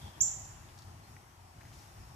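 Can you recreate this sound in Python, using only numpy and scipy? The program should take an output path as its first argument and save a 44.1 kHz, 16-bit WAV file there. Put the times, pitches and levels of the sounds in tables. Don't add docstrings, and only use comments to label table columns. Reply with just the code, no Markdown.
import sys
import numpy as np
from scipy import signal
from scipy.fft import rfft, irfft, next_fast_len
from scipy.io import wavfile
from scipy.ndimage import uniform_filter1d

SR = 44100
rng = np.random.default_rng(int(sys.argv[2]) if len(sys.argv) > 2 else 0)


def store_pcm(level_fs):
    pcm = np.round(np.clip(level_fs, -1, 1) * 32767).astype(np.int16)
    wavfile.write(sys.argv[1], SR, np.atleast_2d(pcm).T)


N = 94815
NEAR_T60_S = .4

def amp(db):
    return 10 ** (np.asarray(db) / 20)

def unit(x):
    return x / np.sqrt(np.mean(x ** 2) + 1e-20)

def curves_at(table, hz):
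    f, *columns = np.transpose(table)
    return np.array([np.interp(np.log(hz + 1), np.log(f + 1), c) for c in columns])

def pan(db):
    return amp(np.array([[.5], [-.5]]) * db)

def add(mix, start_s, sound):
    at = round(start_s * SR)
    sound = sound[..., max(-at, 0):]
    part = mix[..., max(at, 0):][..., :sound.shape[-1]]
    part += sound[..., :part.shape[-1]]

def eq(x, gain):
    size = next_fast_len(2 * x.shape[-1])
    spectrum = rfft(x, size) * gain(np.fft.rfftfreq(size, 1 / SR))
    return irfft(spectrum, size)[..., :x.shape[-1]]

def wander(count, hz):
    return unit(eq(rng.standard_normal(count), lambda f: np.exp(-(f / hz) ** 2)))

def scatter(x, t60, build_s=.0037, taps_per_s=3000):
    t = np.arange(SR) / SR
    taps = rng.standard_normal((2, SR)) * (rng.random((2, SR)) < taps_per_s / SR)
    taps *= (1 - np.exp(-t / build_s)) * np.exp(-np.log(1000) * t / t60)
    taps /= np.linalg.norm(taps, axis=1, keepdims=True)
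    return signal.fftconvolve(x[None], taps, axes=1)[:, :N]

# f/Hz, relative level/dB
AIR_SPECTRUM = [(15, -49), (25, -14), (37, -9), (100, 0.5), (170, -11.5), (247, -17), (358, -20.5),
                (520, -26), (716, -18.5), (840, -16), (985, -19), (1550, -26), (1920, -25.5), (2080, -28),
                (3930, -33), (5270, -29.5), (14500, -39)]
# f/Hz, coherence, left minus right/dB
AIR_IMAGE = [(60, .98, 2), (133, 1, 1.5), (290, 0.76, 2), (700, 1, 2.5), (1280, 0, 5), (4300, 0.43, 3.5),
             (8400, 0, -2.5), (13500, 0, 1)]
# t/s, rumble gain/dB, hiss gain/dB
AIR_RIDES = [(0, -1, 6), (.07, 8, 5.5), (.14, -2.5, 3), (.22, 6, 5.5), (.31, 1.5, 5.5), (.52, 3, 3.5),
             (.62, 0, 2.5), (.78, -1.5, 2.5), (.88, 2, 2), (1.02, 0, 1), (1.13, 2, 2.5), (1.28, -5, -1),
             (1.52, -1, -0.5), (1.63, 0, 1.5), (1.82, 2, 3.5), (1.92, -0.5, 2.5), (2.15, 2, 2)]

def air(bed_db=-53.5, flicker_db=1.16, lag_s=.000323, crossover_hz=470):
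    frames, hz = N // 512 + 5, np.fft.rfftfreq(2048, 1 / SR)
    re, im, side_re, side_im, flicker = rng.standard_normal((frames, len(hz), 5)).T
    coherence, balance_db = curves_at(AIR_IMAGE, hz)
    coherence = coherence[:, None]
    left = re + 1j * im
    right = coherence * left + np.sqrt(1 - coherence ** 2) * (side_re + 1j * side_im)
    right *= np.exp(2j * np.pi * hz * lag_s)[:, None]
    flicker = uniform_filter1d(flicker, size=20, axis=0)
    flicker = unit(uniform_filter1d(flicker, size=8, axis=1))
    tone = amp(curves_at(AIR_SPECTRUM, hz).T + flicker_db * flicker)
    spectra = np.array([left, right]) * tone * pan(balance_db)[:, :, None]
    bed = amp(bed_db) * unit(signal.istft(spectra, nperseg=2048, noverlap=1536)[1][:, :N])
    rumble = eq(bed, lambda f: 1 / (1 + (f / crossover_hz) ** 4))
    hiss = bed - rumble
    cues, rumble_db, hiss_db = np.transpose(AIR_RIDES)
    t = np.arange(N) / SR
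    return rumble * amp(np.interp(t, cues, rumble_db)) + hiss * amp(np.interp(t, cues, hiss_db))

# f/Hz, level/dB
HUM_TONES = [(91.5, -63.5), (355, -78)]

def machine_hum(waver=.0202):
    drone = np.zeros(N)
    for hz, db in HUM_TONES:
        pitch = hz * (1 + waver * wander(N, hz=9))
        drone += amp(db) * unit(np.sin(2 * np.pi * np.cumsum(pitch) / SR))
    return pan(db=3.4) * drone

# t/s, length/s, f/Hz, reverb send/dB
BIRD_NOTES = [(-.04, .085, 3420, -54), (.04, .04, 3380, -56), (.115, .04, 3270, -59), (.18, .07, 3370, -60),
              (1.015, .03, 4300, -62), (1.99, .05, 5200, -63), (2.08, .06, 5420, -65)]

def far_birds(warble=.04, warble_hz=90, jitter_hz=100):
    song = np.zeros(N)
    for start, length, hz, db in BIRD_NOTES:
        t = np.arange(0, length, 1 / SR)
        pitch = hz * (1 + warble * np.sin(2 * np.pi * warble_hz * t))
        pitch += jitter_hz * wander(len(t), hz=400)
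        swell = np.sin(np.pi * t / length) ** .5
        add(song, start, amp(db) * swell * np.sin(2 * np.pi * np.cumsum(pitch) / SR))
    return scatter(song, t60=.22)

# t/s, level/dB, centre f/Hz, decay/s
SEED_CRUNCHES = [(.076, -57, 3000, .004), (.278, -54, 4800, .007), (.329, -55, 2800, .004),
                 (.448, -59, 5000, .006), (.685, -62, 2900, .014), (.774, -61, 4800, .008),
                 (.785, -53, 5000, .004), (.819, -58, 5000, .008), (1.607, -58, 1750, .01),
                 (1.648, -63, 1850, .016), (1.724, -64, 3500, .03), (1.73, -63, 6000, .06),
                 (1.785, -63, 5200, .06), (1.96, -66, 1950, .04)]

def seed_crunches(grit=.35, half_width_octaves=.45, rise_s=.004):
    t = np.arange(SR // 4) / SR
    seeds = np.zeros(N)
    for start, db, hz, decay in SEED_CRUNCHES:
        grains = rng.standard_normal(len(t)) * np.exp(grit * wander(len(t), hz=470))
        husk = unit(eq(grains, lambda f: 1 / (1 + (np.log2((f + 1) / hz) / half_width_octaves) ** 2)))
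        envelope = np.minimum(t / rise_s, np.exp((rise_s - t) / decay))
        add(seeds, start, amp(db) * husk * envelope)
    return seeds

# f/Hz, gain/dB
WHISTLE_CONTOUR = [(5330, -11), (5850, -3.5), (6120, -7), (6500, -1.5), (6900, .5), (7200, -2), (7450, .5)]
# whistle f/Hz, level against the whistle/dB
WHISTLE_OCTAVE = [(5400, -16), (5950, -16.5), (6250, -24), (6600, -30), (7300, -48)]
START_HZ, TOP_HZ = 5330, 7660

def chip(start_s=.2051, length_s=.02, glide_s=.0079, fade_s=.002, gain_db=-16, rasp=.01):
    t = np.arange(0, length_s, 1 / SR)
    hz = TOP_HZ + (START_HZ - TOP_HZ) * np.exp(-t / glide_s)
    phase = 2 * np.pi * np.cumsum(hz) / SR
    gate = np.sin(np.pi / 2 * np.clip(np.minimum(t, length_s - t) / fade_s, 0, 1)) ** 2
    tone = np.sin(phase) + amp(curves_at(WHISTLE_OCTAVE, hz)[0]) * np.sin(2 * phase)
    level = amp(gain_db + curves_at(WHISTLE_CONTOUR, hz)[0])
    roughness = 1 + rasp * wander(len(t), hz=794)
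    call = np.zeros(N)
    add(call, start_s, gate * level * tone * roughness)
    return call

# f/Hz, left/dB, right/dB
DIRECT_EQ = [(5700, .5, -3), (6300, -6, -1), (6900, -15, 2), (7500, -15, .5), (12000, -9, 1)]
# delay/s, left/dB, right/dB
SLAPS = [(.0036, -19, -15), (.0068, -16, -24), (.0185, -17, -13), (.028, -22, -14), (.063, -24, -17)]
# f/Hz, left/dB, right/dB
TAIL_EQ = [(5200, 0, -2), (5700, 1.5, -3), (6530, -1, -2.5), (7300, -5.5, 3), (7900, -8, -1),
           (12000, 0, 6.5)]

def yard_echoes(call, left_late_s=.00011, near_db=-5.5, wood_db=-8.5, dull_db_per_octave=16.5):
    lags = np.array([[left_late_s], [0]])
    early = eq(call, lambda f: amp(curves_at(DIRECT_EQ, f)) * np.exp(-2j * np.pi * f * lags))
    for delay, left_db, right_db in SLAPS:
        add(early, delay, amp([[left_db], [right_db]]) * call)
    dulled = eq(call, lambda f: amp(-dull_db_per_octave * np.log2(np.maximum(f, START_HZ) / TOP_HZ)))
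    tail = amp(near_db) * scatter(call, NEAR_T60_S) + amp(wood_db) * scatter(dulled, t60=.68)
    return early + eq(tail, lambda f: amp(curves_at(TAIL_EQ, f)))

# t/s, level/dB
TRAY_TAPS = [(1.1658, -42)]
# f/Hz, relative level/dB, t60/s
TRAY_MODES = [(1600, -7, .012), (1950, 0, .012), (2200, -5, .012)]

def tray_tap(attack_s=.00064):
    t = np.arange(SR // 4) / SR
    ring = sum(amp(db) * np.exp(-np.log(1000) * t / t60) * np.sin(2 * np.pi * hz * t)
               for hz, db, t60 in TRAY_MODES)
    tap = np.zeros(N)
    for start, db in TRAY_TAPS:
        add(tap, start, amp(db) * ring * (1 - np.exp(-t / attack_s)))
    return tap

def scene(feeder_wet_db=-6):
    chipmunk = yard_echoes(chip())
    seeds, tap = seed_crunches(), tray_tap()
    feeder = pan(db=4) * seeds + pan(db=7) * tap
    feeder += amp(feeder_wet_db) * scatter(seeds + tap, NEAR_T60_S)
    return chipmunk + feeder + far_birds() + air() + machine_hum()

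def record(dry, low_cut_hz=28, high_cut_hz=14550):
    dry = signal.sosfilt(signal.butter(2, low_cut_hz, "high", fs=SR, output="sos"), dry)
    high_cut = signal.firwin(511, high_cut_hz, window=("kaiser", 9), fs=SR)
    return signal.oaconvolve(dry, high_cut[None], "same")

dry = scene()
out = record(dry)
store_pcm(out)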